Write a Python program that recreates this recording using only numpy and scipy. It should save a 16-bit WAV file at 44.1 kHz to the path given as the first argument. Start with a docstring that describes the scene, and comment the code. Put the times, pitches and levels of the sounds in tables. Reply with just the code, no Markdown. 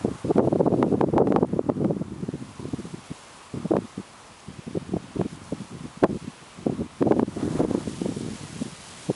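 """Wind gusts flutter on one microphone: trains of short eddies, brighter the harder they blow.
The hardest slam in with a crack, and the limiter briefly ducks the ripe wheat field behind them.
Near dry ears scrape and brush, single straws tick, and gusts comb through the stalks close by.
The whole crop hisses under a far, steady rush with a few hollow swells."""
import sys
import numpy as np
from scipy import signal
from scipy.fft import rfft, irfft, next_fast_len
from scipy.io import wavfile
from scipy.ndimage import uniform_filter1d, map_coordinates

SR = 44100
rng = np.random.default_rng(int(sys.argv[2]) if len(sys.argv) > 2 else 0)


def dump_mix(stems):
    """Bounce the given channels to the path in sys.argv[1] as a 16-bit WAV at rate SR."""
    frames = np.atleast_2d(stems).T  # one column per channel
    limited = np.clip(frames, -1, 1)  # hard clip at full scale
    pcm = np.round(limited * 32767).astype(np.int16)
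    wavfile.write(sys.argv[1], SR, pcm)


N = 403515

# far rush: t/s, level/dB
RUSH_LEVELS = [(0, -45), (.4, -49.5), (2.1, -51.5), (2.6, -52), (2.9, -51.5), (3.2, -52.5), (3.45, -51.5),
               (3.8, -49), (4.4, -54), (5.5, -51), (6.3, -52), (9.15, -52.5)]
# hollow swells in the rush: t/s, level/dB, 1/e half-width/s, centre f/Hz
RUSH_SWELLS = [(2.24, -60, 0.093, 1010), (2.58, -53, 0.12, 1020), (3.48, -55, 0.15, 1110),
               (4.1, -72, .15, 1060), (6.8, -54, .1, 1050)]
# crop, before its gains: t/s, field level/dB, near ears level/dB
CROP_LEVELS = [(0.0, -56, -54), (0.2, -56, -54.5), (0.36, -55.5, -55), (1.09, -60.5, -61),
               (1.42, -60, -61.5), (1.88, -62.5, -64), (2.57, -57, -55.5), (3.11, -55, -53),
               (3.62, -56, -55), (5.25, -56, -58.5), (5.5, -56, -55), (6.78, -56, -58), (7.24, -55, -54.5),
               (7.47, -56, -48), (7.92, -52, -47), (9.15, -52.5, -48)]
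# near ears brushing together: t/s, level/dB, 1/e^2 half-width/s
EAR_BRUSHES = [(.14, -58, 0.055), (.53, -65, .1), (5.322, -50.5, 0.054), (5.45, -52, 0.055),
               (6.2, -56, 0.21), (7.595, -50, 0.016), (8.193, -52, 0.045), (8.613, -47, .05),
               (9.045, -44, 0.034)]
# straws snapping: t/s, ring level/dB, f/Hz
STRAW_TICKS = [(1.471, -44, 9600), (4.403, -39, 6430), (8.197, -35, 8950), (8.376, -46, 7650)]
# gusts through near stalks: t/s, peak level/dB
STALK_GUSTS = [(7.42, -42.5), (7.61, -39.5), (7.73, -45)]
# slow air pushes: t/s, peak level/dB, 1/e half-width/s
AIR_PUSHES = [(0.393, -20, 0.018), (6.048, -11, 0.014), (7.61, -13, 0.016), (7.658, -4, 0.016)]
# gust fronts, before their gains: t/s, crack level/dB, churn level/dB
GUST_FRONTS = [(0.3815, -31.5, -34), (0.4001, -39, -40), (0.8275, -29.5, -17.5), (1.0112, -32.5, -23.5),
               (1.1803, -49, -13), (1.2718, -37, -26), (1.3221, -31.5, -25), (1.3618, -36, -11.5),
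               (1.699, -41, -34), (1.846, -41, -48), (3.7668, -32.5, -35), (5.213, -39.5, -42),
               (6.0358, -26.5, -19.5), (6.0417, -21.5, -6.5), (7.0242, -33, -43), (7.1207, -28, -14),
               (7.195, -33.5, -25), (7.7495, -43.5, -51)]
# light air between gusts: t/s, wind level/dB
BREEZE_LEVELS = [(0, -55), (2.4, -45), (3.3, -61), (4.2, -64), (5.3, -52), (6.4, -64), (7.0, -48),
                 (9.15, -52)]
# fluttering gusts: start t/s, length/s, start wind level/dB, end wind level/dB
MIC_GUSTS = [(0, 0.17, -34.5, -36), (0.241, 0.092, -24.5, -26), (0.356, 0.76, -27.5, -24),
             (1.119, 0.28, -20, -21), (1.414, 0.21, -30.5, -31.5), (1.633, 0.13, -32, -38),
             (1.752, 0.19, -26, -25.5), (1.938, 0.59, -33.5, -44.5), (2.602, 0.41, -38.5, -42.5),
             (3.531, 0.17, -32.5, -40), (3.713, 0.15, -32, -35), (4.469, 0.11, -42, -46),
             (4.661, 0.46, -36.5, -44), (5.149, 0.2, -32.5, -44), (5.296, 0.368, -44, -39.5),
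             (5.716, 0.2, -41.5, -37.5), (6.084, 0.089, -23, -29), (6.211, 0.1, -39, -40.5),
             (6.552, 0.095, -44, -39), (6.654, 0.22, -28.5, -40), (7.005, 0.25, -26, -22),
             (7.267, 0.36, -36, -27), (7.591, 0.39, -23, -36.5), (7.97, 0.4, -32.5, -36.5),
             (8.4, 0.3, -37.5, -42)]
# single hard eddies: t/s, wind level/dB, half-power width/s
HARD_EDDIES = [(0.054, -16, 0.011), (0.083, -19.5, 0.01), (0.25, -24, 0.0063), (0.308, -14.5, 0.012),
               (0.367, -16.5, 0.017), (0.398, -11, 0.021), (0.431, -17.5, 0.024), (0.451, -18.5, 0.0069),
               (0.479, -15, 0.012), (0.529, -16, 0.012), (0.56, -15.5, 0.0095), (0.595, -17, 0.006),
               (0.61, -14, 0.014), (0.63, -20, 0.0052), (0.664, -13.5, 0.0093), (0.679, -11, 0.0069),
               (0.721, -18, 0.02), (0.742, -17, 0.01), (0.791, -20.5, 0.013), (0.81, -20.5, 0.023),
               (0.846, -14.5, 0.0087), (0.868, -19.5, .007), (0.926, -17, 0.0076), (0.94, -16.5, 0.011),
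               (0.952, -18, 0.012), (1.03, -16.5, 0.0047), (1.041, -10.5, 0.0045), (1.088, -18.5, 0.0099),
               (1.13, -35, 0.011), (1.173, -17, 0.016), (1.2, -13.5, 0.019), (1.219, -11.5, 0.011),
               (1.313, -17, 0.013), (1.415, -20.5, 0.009), (1.431, -11.5, 0.0069), (1.446, -14.5, 0.0087),
               (1.536, -19.5, 0.0099), (1.567, -23.5, 0.012), (1.594, -17, 0.0053), (1.696, -14, 0.011),
               (1.718, -20, 0.005), (1.815, -23, 0.024), (1.847, -19, 0.0073), (1.86, -20.5, 0.014),
               (1.908, -18.5, 0.011), (1.968, -25.5, 0.0086), (2.018, -18, 0.0075), (2.12, -31, 0.011),
               (2.134, -32, .012), (2.235, -24.5, 0.011), (2.29, -23.5, 0.0056), (2.339, -24, 0.0074),
               (2.354, -24, 0.0042), (2.423, -28, 0.012), (2.601, -26.5, 0.007), (2.655, -24.5, 0.006),
               (2.739, -22, 0.0088), (2.791, -29, .008), (2.803, -29, 0.0071), (2.857, -27.5, 0.0058),
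               (2.942, -23.5, 0.0061), (3.113, -27.5, 0.0096), (3.56, -32, 0.007), (3.658, -22, 0.0093),
               (3.717, -14.5, 0.01), (3.739, -12, 0.0047), (3.759, -14, 0.014), (3.784, -18, 0.008),
               (3.983, -26, 0.0082), (4.001, -29.5, 0.012), (4.106, -49, .018), (4.32, -47, .018),
               (4.495, -35.5, 0.023), (4.593, -32.5, 0.0087), (4.68, -30.5, 0.0096), (4.756, -22.5, 0.0073),
               (4.774, -20, 0.0099), (4.896, -30, 0.0076), (4.929, -25.5, 0.011), (4.94, -21, 0.011),
               (4.968, -19.5, 0.0089), (5.042, -32, 0.0065), (5.164, -28, 0.01), (5.198, -22, 0.0091),
               (5.215, -19, 0.007), (5.258, -25, .01), (5.528, -20, 0.0096), (5.614, -29, 0.011),
               (5.74, -33, 0.036), (5.853, -30.5, 0.014), (5.976, -33.5, .007), (6.031, -14.5, 0.0047),
               (6.048, -16, 0.02), (6.094, -31, 0.023), (6.163, -25.5, 0.011), (6.281, -30.5, 0.01),
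               (6.432, -41.5, 0.015), (6.671, -17.5, 0.012), (6.698, -21, 0.0078), (6.726, -26, 0.017),
               (6.811, -22.5, 0.022), (7.019, -19, 0.014), (7.072, -17.5, 0.021), (7.112, -13.5, 0.0084),
               (7.168, -22, 0.016), (7.194, -18, 0.0084), (7.228, -14.5, 0.0065), (7.283, -24.5, .013),
               (7.37, -21, 0.01), (7.4, -22.5, 0.0045), (7.435, -20.5, 0.0089), (7.479, -24, 0.0073),
               (7.513, -26, 0.0056), (7.551, -25, 0.01), (7.61, -15.5, 0.015), (7.637, -21, 0.014),
               (7.652, -12, 0.0039), (7.71, -18, 0.0069), (7.75, -16.5, 0.0086), (7.777, -24.5, .009),
               (7.878, -21.5, 0.0073), (7.9, -30, .006), (8.018, -20.5, 0.0063), (8.057, -20, 0.0052),
               (8.095, -23.5, 0.0096), (8.12, -19, 0.0054), (8.171, -23.5, 0.0074), (8.223, -32, .008),
               (8.288, -20.5, 0.0038), (8.437, -28, 0.0051), (8.62, -22.5, 0.013), (8.661, -23.5, 0.0072),
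               (8.731, -34, .008), (9.104, -18.5, 0.015)]
# turbulence colour, breeze to blast: wind level/dB, 1/e roll-off f/Hz, bass cut f/Hz
WIND_COLOURS = [(-52, 78, 136), (-35, 85, 280), (-25.5, 103, 360), (-18.5, 169.5, 357), (-14, 246, 387)]
# source spectra: f/Hz, relative level/dB
RUSH_SPECTRUM = [(100, -28), (450, -8), (780, -2.5), (1050, 0.5), (1270, -2.5), (1600, -10), (3000, -23)]
FIELD_SPECTRUM = [(30, 3), (150, 5), (500, 1.5), (1400, -3), (2600, -2.5), (4500, -9), (10500, -17.5)]
EAR_SPECTRUM = [(400, -30), (1500, -40), (3000, -0.5), (5000, -0.5), (7500, -0.5), (10500, -2)]
STALK_SPECTRUM = [(150, -26), (600, 7), (1200, 2), (2200, -8), (4000, -21), (10000, -54)]
CRACK_SPECTRUM = [(40, -68), (200, 14.5), (500, 13), (900, 3.5), (1500, -6), (3000, -21), (6000, -34),
                  (11000, -39)]
CHURN_SPECTRUM = [(100, -50), (400, 4.5), (750, 11), (1100, -5.5), (1700, -20.5), (3000, -42), (6000, -45)]

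TIME_S = np.arange(N) / SR


def amp(db):
    """Decibels to gain."""
    return 10 ** (np.asarray(db) / 20)


def unit_rms(x):
    """x at rms 1."""
    return x / np.sqrt(np.mean(x ** 2) + 1e-20)


def spectrum_gain(spectrum, hz):
    """Gain at hz, interpolated in dB over log frequency."""
    knots_hz, knots_db = np.transpose(spectrum)
    return amp(np.interp(np.log(hz + 1), np.log(knots_hz + 1), knots_db))


def curves(rows):
    """Per-sample curve for each column after t/s."""
    knots_s, *columns = np.transpose(rows)
    return [np.interp(TIME_S, knots_s, column) for column in columns]


def bell(at_s, width_s):
    """Gaussian envelope, 1/e at width_s from its peak."""
    return np.exp(-((TIME_S - at_s) / width_s) ** 2)


def wobble(rate_hz):
    """Smooth random curve with knots at rate_hz."""
    knots = rng.standard_normal(int(N * rate_hz / SR) + 4)
    return map_coordinates(knots, [TIME_S * rate_hz])


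def random_kicks(rate_hz):
    """Impulses of random time and size."""
    return (rng.random(N) < rate_hz / SR) * rng.standard_normal(N)


def filtered(x, response):
    """x through the frequency response(hz)."""
    size = next_fast_len(N + SR // 2)
    hz = np.fft.rfftfreq(size, 1 / SR)
    return irfft(rfft(x, size) * response(hz), size)[:N]


def coloured(x, spectrum):
    """x shaped by a spectrum, at rms 1."""
    return unit_rms(filtered(x, lambda hz: spectrum_gain(spectrum, hz)))


def patchy_noise(depth_db):
    """White noise with random gain patches in time and frequency."""
    bins = signal.stft(rng.standard_normal(N), nperseg=512)[2]
    patches = uniform_filter1d(rng.standard_normal(bins.shape), size=9, axis=0)
    patches = uniform_filter1d(patches, size=14, axis=1)
    return signal.istft(bins * amp(depth_db * unit_rms(patches)), nperseg=512)[1][:N]


def causal_pulse(spectrum, size=2048):
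    """Minimum-phase pulse with this spectrum, peak 1."""
    hz = np.fft.rfftfreq(size, 1 / SR)
    cepstrum = irfft(np.log(spectrum_gain(spectrum, hz)))
    cepstrum[1:size // 2] *= 2
    cepstrum[size // 2 + 1:] = 0
    pulse = irfft(np.exp(rfft(cepstrum)))
    return pulse / np.abs(pulse).max()


def far_rush():
    """Soft, distant rush, like a road beyond the field."""
    level_db = curves(RUSH_LEVELS)[0] + 0.24 * wobble(3.4)
    return amp(level_db) * coloured(patchy_noise(depth_db=1), RUSH_SPECTRUM)


def hollow_swells(half_width_hz=140):
    """The far rush gathers into a narrow band and fades."""
    out = np.zeros(N)
    for at_s, db, width_s, centre_hz in RUSH_SWELLS:
        noise = rng.standard_normal(N)
        band = filtered(noise, lambda hz: 1 / (1 + ((hz - centre_hz) / half_width_hz) ** 2))
        out += amp(db) * bell(at_s, width_s) * unit_rms(band)
    return out


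def wheat(field_gain_db=6, ears_gain_db=2):
    """Far stalks merge into a hiss; near ears scrape in tiny ticks as they sway and brush."""
    field_db, ears_db = curves(CROP_LEVELS)
    sway = wobble(7.4)
    hiss = coloured(patchy_noise(depth_db=0.6), FIELD_SPECTRUM)
    field = amp(field_db + field_gain_db + 0.66 * sway) * hiss
    ticks = random_kicks(rate_hz=2500)
    scrape = unit_rms(patchy_noise(depth_db=1)) + 0.98 * unit_rms(ticks)
    brushing = sum(amp(db) * bell(at_s, width_s) ** 2 for at_s, db, width_s in EAR_BRUSHES)
    swaying = amp(ears_db + ears_gain_db + 0.5 * sway)
    rustle = np.hypot(swaying, brushing) * amp(0.57 * wobble(35))
    return field + rustle * coloured(scrape, EAR_SPECTRUM)


def straw_ticks(t60_s=0.01, snap_gain=0.54):
    """A hollow straw snaps against its neighbour and rings briefly."""
    out = np.zeros(N)
    age_s = np.arange(SR // 25) / SR
    decay = amp(-60 * age_s / t60_s)
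    for at_s, db, hz in STRAW_TICKS:
        ring = np.sin(2 * np.pi * hz * age_s) * decay
        snap = snap_gain * rng.standard_normal(len(age_s)) * decay ** 2
        out[round(at_s * SR):][:len(age_s)] += amp(db) * (ring + snap)
    return out


def stalk_gusts(rise_db_per_s=114, fall_db_per_s=89):
    """Gusts swell and die as they rush through near stalks."""
    swell = np.zeros(N)
    for at_s, db in STALK_GUSTS:
        drop_db = np.maximum(rise_db_per_s * (at_s - TIME_S), fall_db_per_s * (TIME_S - at_s))
        swell += amp(db - drop_db)
    return swell * amp(wobble(28)) * coloured(rng.standard_normal(N), STALK_SPECTRUM)


def air_pushes():
    """A gust's mass leans on the diaphragm: too deep to hear, but it loads the limiter."""
    return sum(amp(db) * bell(at_s, width_s) for at_s, db, width_s in AIR_PUSHES)


def slams(crack_gain_db=23.5, churn_gain_db=4, mean_stall_s=0.001352, rise_s=0.00015, decay_s=0.0068):
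    """A gust front shoves the diaphragm to its stop; it snaps back while air churns in the port."""
    shoves, churn = np.zeros(N), np.zeros(N)
    age_s = np.arange(SR // 20) / SR
    burst = np.exp(-age_s / decay_s) * (1 - np.exp(-age_s / rise_s))
    for at_s, crack_db, churn_db in GUST_FRONTS:
        start = round(at_s * SR)
        stall = round(mean_stall_s * rng.uniform(0.8, 1.2) * SR)
        snap_back = amp(crack_db + crack_gain_db)
        shoves[start] -= 0.59 * snap_back
        shoves[start + stall] += snap_back
        churn[start:start + len(burst)] += amp(churn_db + churn_gain_db) * burst
    cracks = signal.fftconvolve(shoves, causal_pulse(CRACK_SPECTRUM))[:N]
    return cracks + churn * coloured(rng.standard_normal(N), CHURN_SPECTRUM)


def gust_power(shed_hz=35, wander_cycles=0.44, scatter_db=2.5, edge_s=0.011, pop_sharpness=6.2):
    """Gusts shed trains of eddies: pops when light, nearer a roar when strong."""
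    power = np.zeros(N)
    cycles = shed_hz * TIME_S + wander_cycles * wobble(24)
    offset_db = scatter_db * wobble(shed_hz)
    for start_s, length_s, start_db, end_db in MIC_GUSTS:
        span = slice(int(start_s * SR), int((start_s + length_s) * SR))
        age_s = TIME_S[span] - start_s
        gust_db = np.interp(age_s, [0, length_s], [start_db, end_db])
        edges = np.clip(np.minimum(age_s, length_s - age_s) / edge_s, 0, 1)
        pops = np.abs(np.sin(np.pi * (cycles[span] - cycles[span][0]))) ** pop_sharpness
        lull_db = -6.5 + 0.34 * (gust_db + 42.5)  # floor between pops rises with the gust
        flutter = unit_rms(pops + amp(lull_db))
        power[span] += (edges * flutter * amp(gust_db + offset_db[span])) ** 2
    return power


def eddy_power():
    """Single hard eddies thump out of the flutter."""
    power = np.zeros(N)
    for at_s, db, width_s in HARD_EDDIES:
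        span = slice(max(int((at_s - 2 * width_s) * SR), 0), int((at_s + 2 * width_s) * SR))
        half_widths = 2 * (TIME_S[span] - at_s) / width_s
        power[span] += amp(db) ** 2 * 0.5 ** (half_widths ** 2)
    return power


def turbulence(kicks, rolloff_hz, cut_hz, sub_hz=75):
    """Pressure kicks lose treble exponentially and ring through the microphone's bass cut; rms 1."""
    def response(hz):
        bass_cut = (1j * hz) ** 2 / (cut_hz ** 2 - hz ** 2 + 1.6j * hz * cut_hz)
        return np.exp(-hz / rolloff_hz) * bass_cut * hz / np.hypot(hz, sub_hz)

    pressure = filtered(kicks, response)
    local_power = uniform_filter1d(uniform_filter1d(pressure ** 2, size=400), size=400)
    levelled = pressure / np.sqrt(np.abs(local_power) + 0.43 * np.mean(pressure ** 2))
    return unit_rms(levelled)


def buffeting(whirls_per_s=1200, knee_db=-24, surge_db_per_db=0.13, wind_filter_hz=100):
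    """Each eddy is a volley of small whirls; faster air sheds smaller ones, so louder is brighter."""
    breeze_power = amp(curves(BREEZE_LEVELS)[0] + 0.5 * wobble(24)) ** 2
    wind_db = 10 * np.log10(breeze_power + gust_power() + eddy_power())
    kicks = random_kicks(whirls_per_s)
    steps_db = [row[0] for row in WIND_COLOURS]
    air = np.zeros(N)
    for one_hot, (_, rolloff_hz, cut_hz) in zip(np.eye(len(steps_db)), WIND_COLOURS):
        crossfade = np.interp(wind_db, steps_db, one_hot)
        air += crossfade * turbulence(kicks, rolloff_hz, cut_hz)
    surge_db = surge_db_per_db * np.maximum(wind_db - knee_db, 0)  # strong eddies surge into the port
    tearing_db = 1.43 * wobble(220)  # ragged flow inside each eddy
    pressure = amp(wind_db + surge_db + tearing_db) * air
    return filtered(pressure, lambda hz: hz / np.hypot(hz, wind_filter_hz))


def scene():
    """The field plus wind on the microphone, mono."""
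    field = wheat() + straw_ticks() + stalk_gusts() + far_rush() + hollow_swells()
    return (field + buffeting() + slams() + air_pushes())[None]


def limiter(x, threshold_db, strength, attack_s, release_s):
    """A peak's first cycles slip through; then the gain dives and creeps back."""
    log_cut = strength * np.log(np.maximum(np.abs(x) / amp(threshold_db), 1)) + 1e-9
    release = TIME_S / release_s
    held_cut = np.exp(np.maximum.accumulate(np.log(log_cut) + release) - release)  # decaying peak hold
    pole = np.exp(-1 / (attack_s * SR))
    return x * np.exp(-signal.lfilter([1 - pole], [1, -pole], held_cut))


def record(dry):
    """Limiter, soft clip, then bass cut and band limit."""
    ceiling, low_cut_hz, top_hz = 0.75, 45, 11050
    limited = limiter(dry[0], threshold_db=-13, strength=0.79, attack_s=0.0063, release_s=0.028)
    clipped = limited / (1 + (limited / ceiling) ** 4) ** 0.25
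    passband = lambda hz: (hz < top_hz) * hz ** 4 / np.hypot(hz ** 4, low_cut_hz ** 4)
    return filtered(clipped, passband)[None]


dry = scene()
out = record(dry)
dump_mix(out)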